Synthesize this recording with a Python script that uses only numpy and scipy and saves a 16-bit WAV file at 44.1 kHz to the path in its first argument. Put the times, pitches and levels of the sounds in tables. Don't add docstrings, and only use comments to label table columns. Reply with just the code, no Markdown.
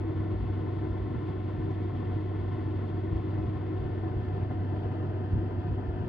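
import sys
import numpy as np
from scipy import signal
from scipy.fft import rfft, irfft
from scipy.io import wavfile
from scipy.ndimage import map_coordinates

SR = 44100
rng = np.random.default_rng(int(sys.argv[2]) if len(sys.argv) > 2 else 0)


def dump_mix(stems):
    frames = np.atleast_2d(stems).T
    limited = np.clip(frames, -1, 1)
    pcm = np.round(limited * 32767).astype(np.int16)
    wavfile.write(sys.argv[1], SR, pcm)


N = 268128
T = np.arange(N) / SR
HZ = np.maximum(np.arange(N // 2 + 1) * SR / N, 1)


def from_db(db):
    return 10 ** (np.asarray(db) / 20)


def at_hz(points, column=1):
    rows = np.array(points)
    return np.interp(np.log(HZ), np.log(rows[:, 0]), rows[:, column])


def white():
    return rfft(rng.standard_normal(N)) * np.sqrt(SR / 2)


def drift(rate):
    slow = irfft(white() / (1 + (HZ / rate) ** 2), N)
    return (slow - slow.mean()) / slow.std()


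def swell(crest_s, half_s):
    return np.exp(-.5 * np.minimum(((T - crest_s) / half_s) ** 2, 100))


def burst(crest_s, level_db, half_s, low_hz, high_hz):
    band = signal.butter(2, [low_hz, max(high_hz, low_hz + 10)], "band", fs=SR, output="sos")
    shape = swell(crest_s, half_s)
    near = abs(T - crest_s) < .25
    hiss = signal.sosfilt(band, signal.sosfilt(band, rng.standard_normal(SR)))
    noise = np.zeros(N)
    noise[near] = shape[near] * hiss[-near.sum():]
    return from_db(level_db) * noise * np.sqrt(np.sum(shape ** 2) / np.sum(noise ** 2))


def ports(balance_db, lead):
    half = from_db(balance_db / 2) * np.exp(.5j * lead)
    pair = np.array([half, 1 / half]).reshape(2, -1)
    return pair / np.sqrt(np.mean(abs(pair) ** 2, axis=0))


# (crest_s, level_db, half_length_s, low_hz, high_hz)
HAND_BRUSHES = [(1.713, -77.5, 0.011, 4600, 6700)]


def handling(grain_db=2.0, grain_per_s=250):
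    grain = from_db(grain_db * (drift(grain_per_s) - .5))
    return sum(burst(*brush) for brush in HAND_BRUSHES) * grain


MAINS_HZ, MOTOR_DB = 60.015, -52
WHINE_HZ, WHINE_DB = 948, -72.5


def motor_hum(whine_wander_rad=0.81):
    buzz = from_db(MOTOR_DB) * np.sin(2 * np.pi * 2 * MAINS_HZ * T)
    whine = from_db(WHINE_DB) * np.sin(2 * np.pi * WHINE_HZ * T + whine_wander_rad * drift(1.5))
    return np.sqrt(2) * (buzz + whine)


WEAK_PER_S, WEAK_PEAK_DB, WEAK_SWING_HZ, WEAK_SWINGS = 2.5, -35, (60, 171), 1


def weak_eddies():
    count = int(WEAK_PER_S * N / SR)
    eddies = []
    for k, (when, size) in enumerate(rng.random((count, 2))):
        crest_s = (k + when) / WEAK_PER_S
        swing_hz = np.interp(size, (0, 1), WEAK_SWING_HZ)
        eddies.append((crest_s, WEAK_PEAK_DB, swing_hz, WEAK_SWINGS))
    return eddies


# (crest_s, peak_db, swing_rate_hz, half_length_swings)
STRONG_EDDIES = [(0.203, -23, 98, 0.45), (0.356, -29, 60, 0.96), (0.429, -27.5, 60, 1.15),
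                 (0.503, -29, 80, 0.48), (0.91, -29.5, 65.4, 0.59), (1.025, -32, 60, 1.2),
                 (1.167, -22.5, 98, 0.77), (1.59, -23, 105, 0.41), (1.655, -27.5, 105, 0.37),
                 (2.43, -34, 65, 1.1), (3.13, -23.5, 74.6, 0.42), (3.156, -26.5, 64, 0.82),
                 (3.391, -22.5, 112, 0.62), (3.407, -29.5, 60, .7), (3.46, -27.5, 76.3, 0.65),
                 (3.58, -29.5, 89, 1.1), (3.81, -31.5, 58, 0.81), (3.849, -26, 79.7, 0.44),
                 (4.169, -31.5, 60, 0.99), (5.336, -19.5, 90, 0.41), (5.351, -22.5, 166, 0.6),
                 (5.362, -25, 116, 1.5), (5.387, -29.5, 60, 1.1), (5.597, -30, 85, 1.07),
                 (5.702, -29, 113, 1.1), (5.728, -30, 64, 1.3), (5.887, -24, 76.4, .45),
                 (5.94, -33.5, 58, 1.1), (6.038, -26.5, 105, 1.2)]


def buffeting(fringe_db=-15.0, apart_db=-17.5, fringe_hz=(32, 220), fringe_length=1.8):
    out = np.zeros((2, N))
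    for crest_s, peak_db, swing_hz, swings in STRONG_EDDIES + weak_eddies():
        half_s = swings / swing_hz
        fringe_half_s = fringe_length * half_s
        swing = np.cos(2 * np.pi * (swing_hz * (T - crest_s) + rng.random()))
        shared = from_db(peak_db) * swell(crest_s, half_s) * swing
        shared += burst(crest_s, peak_db + fringe_db, fringe_half_s, *fringe_hz)
        apart = burst(crest_s, peak_db + apart_db, fringe_half_s, *fringe_hz)
        out += [shared + apart, shared - apart]
    return out


SHAFT_HZ = 24.456
# (shaft_multiple, level_db, left_right_db, left_lead_rad, slow_waver_db)
BLADE_TONES = [(4, -33.5, -0.7, 0.34, 0.55), (8, -57.5, 3, .28, 0.5), (10, -55.5, 4, 1, 0.5),
               (12, -50, 0, 0.87, 1.2), (15, -47.5, 1, 0.25, 0.1)]


def fan_hum(wander_rad=0.034, waver_per_s=0.63, rough=0.028):
    angle = 2 * np.pi * SHAFT_HZ * T + wander_rad * drift(0.27)
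    out = np.zeros((2, N))
    for multiple, level_db, balance_db, lead, waver_db in BLADE_TONES:
        tone = np.exp(1j * (multiple * angle + rng.uniform(0, 2 * np.pi)))
        strength = from_db(level_db + waver_db * drift(waver_per_s))
        strength = strength * (1 + rough * drift(24))
        out += np.sqrt(2) * strength * (ports(balance_db, lead) * tone).real
    return out


# (time_s, place_0_to_1)
MICROPHONE_PATH = [(3.2, 0), (4.1, 0.6), (4.7, 0.71), (5.1, .97)]


def rise():
    return np.clip(np.interp(T, *np.transpose(MICROPHONE_PATH)), 0, 1)


def boards(echo_db=-21, near_s=0.0033, far_s=.017, lowest_hz=1400, count=10):
    delays = rng.uniform(near_s, far_s, (count, 2, 1))
    reflected = from_db(echo_db) / (1 + (lowest_hz / HZ) ** 4)
    response = 1 + reflected * sum(np.exp(-2j * np.pi * HZ * delay) for delay in delays)
    return response / np.sqrt(1 + count * reflected ** 2)


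def sway(sound, depth=.003, per_s=3.0):
    read_at = np.arange(N) + np.cumsum(depth * drift(per_s))
    return np.array([map_coordinates(side, [read_at], order=1, mode="grid-wrap") for side in sound])


# (pitch_hz, width_hz, lift_at_lower_grille_db, lift_at_outlet_db)
CABINET_RESONANCES = [(228, 9.6, -4, -1.5), (242, 23, 0.5, 2), (285.3, 22, -7, -6), (304.4, 14, -3.5, -7),
                      (312.3, 14.2, 9, 9), (318.7, 7, 3.5, 1), (330.6, 28.5, 5.5, 4), (361, 8.8, 3, 0.5),
                      (388, 20, 4.5, 5), (432, 18, -3.5, -2), (473, 55, -1, -2.5), (600.7, 45, 7.5, 9.5),
                      (646.7, 55, 4.5, 7), (689, 16, -6, -6.5), (723, 24, 1, 2), (730, 83, 9.5, 12),
                      (891, 65, 7.5, 8.5), (993, 71, 3, 6.5), (1053, 111, 11, 5), (1218, 58, 2.5, 7),
                      (1336, 170, 6, 6), (1520, 110, 3, 5.5), (1630, 64, -6, 1), (1775, 110, 5, 7),
                      (1930, 50, -5.5, -4.5), (1960, 170, 5, 1), (2200, 140, 3, -1.5), (2420, 76, -6, -4.5),
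                      (2540, 350, 2, 1), (2880, 300, -2, 0.5), (3350, 130, 4, 0.5), (3410, 70, -4, -1.5),
                      (3530, 94, 2.5, -1), (4220, 120, 1.5, -0.5), (4500, 300, 0, -1)]
# (pitch_hz, left_right_db)
PORT_BALANCE = [(100, 0.5), (230, 0), (290, 1.5), (440, 3), (540, -2.5), (690, 6), (780, 4), (870, 7.5),
                (1050, 8.5), (1280, 1), (2000, 3.5), (2650, -1.5), (3500, 0.5), (7500, 0), (8600, 6.5),
                (10500, 2.5)]
# (pitch_hz, likeness_0_to_1)
PORT_LIKENESS = [(25, 0.93), (60, 1), (200, 0.92), (320, 0.99), (400, 0.92), (480, 0.9), (535, 0),
                 (630, 0.98), (680, 0.4), (735, 0.83), (830, 0.5), (880, .6), (950, 0.1), (1060, .68),
                 (1160, 0.5), (1230, 0.6), (1300, .45), (1380, 0.7), (1660, .7), (1800, .93), (2080, .87),
                 (2350, 0.2), (2700, .72), (3900, .6), (4500, 0.72), (5400, 0.05), (7900, 0.6),
                 (9000, 0.02)]
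# (pitch_hz, left_lead_at_lower_grille_rad, left_lead_at_outlet_rad)
PORT_LEAD = [(150, 0.25, 0.32), (250, 0.65, 0.5), (370, 0.98, 0.67), (436, 1.5, 1.5), (472, 1.4, 1),
             (560, 3, -0.5), (610, 1, 1.16), (661, 2, 1), (680, -1.5, -1.5), (723, 0.27, 0.5), (820, 3, 2),
             (841, -5.5, -1.5), (884, -1, -1), (1020, 0.8, -1), (1130, -0.2, -2.5), (1213, -2, -2),
             (1400, 0.15, -1.2), (1900, 0, 0.2), (2260, -0.8, -2.5), (2400, -0.5, 1), (2800, 0.8, -1.5),
             (3160, -1, -1.4), (3720, -0.5, -3.5), (4030, -1, -4.5), (4430, -0.3, -5.5), (4900, -0.5, -7),
             (5400, -3, -8), (6300, -0.8, -8), (7900, -2.5, -9)]


def airflow(spectrum, place, echoes):
    lift_db = 0
    for pitch_hz, width_hz, *lifts in CABINET_RESONANCES:
        lift_db = lift_db + lifts[place] * 2 ** -((2 * (HZ - pitch_hz) / width_hz) ** 2)
    alike = np.clip(at_hz(PORT_LIKENESS), 0, 1)
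    direct = np.sqrt(alike) * white()
    diffuse = np.sqrt(1 - alike) * np.array([white(), white()])
    heard = ports(at_hz(PORT_BALANCE), at_hz(PORT_LEAD, column=place + 1))
    colour = from_db(at_hz(spectrum) + lift_db)
    return irfft((direct + diffuse) * echoes * heard * colour, N)


# (pitch_hz, level_db_per_hz)
BLOWER_ROAR = [(18, -88), (35, -69.5), (60, -62), (115, -56.5), (160, -61), (210, -65.5), (250, -62),
               (400, -66), (485, -66.5), (550, -79), (810, -80.5), (1200, -87.5), (2150, -90), (2500, -110),
               (5000, -160)]
# (pitch_hz, level_db_per_hz)
GRILLE_HISS = [(800, -150), (1500, -115), (2400, -95.5), (3000, -96), (3450, -97), (3850, -104),
               (4600, -106), (5300, -112), (5800, -119), (6500, -119), (7850, -126), (8150, -123.5),
               (9200, -125.5), (10500, -134), (12000, -138)]
BLOWER_TRIM_DB, GRILLE_TRIM_DB = -1.03, 0.05
GRILLE_AT_OUTLET_DB = -0.3


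def rush(blower_churn_db=0.95, grille_churn_db=0.99):
    moved = rise()
    turn = moved * np.pi / 2
    blower = from_db(BLOWER_TRIM_DB + blower_churn_db * drift(33))
    grille = from_db(GRILLE_TRIM_DB + GRILLE_AT_OUTLET_DB * moved + grille_churn_db * drift(25))
    out = np.zeros((2, N))
    for place, share in enumerate([np.cos(turn), np.sin(turn)]):
        echoes = boards()
        roar = blower * sway(airflow(BLOWER_ROAR, place, echoes))
        hiss = grille * airflow(GRILLE_HISS, place, echoes)
        out += share * (roar + hiss)
    return out


def scene():
    return handling() + motor_hum() + buffeting() + fan_hum() + rush()


TRACE_HZ, CUTOFF_HZ = 12000, 12380


def record(dry, rumble_cut_hz=22, trace_db=-68):
    rumble_cut = signal.butter(2, rumble_cut_hz, "high", fs=SR, output="sos")
    thinned = signal.sosfilt(rumble_cut, dry)
    trace = from_db(trace_db) * np.cos(2 * np.pi * TRACE_HZ * T) * thinned
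    top_cut = signal.ellip(12, .1, 80, CUTOFF_HZ, fs=SR, output="sos")
    return signal.sosfilt(top_cut, thinned + trace)


dry = scene()
out = record(dry)
dump_mix(out)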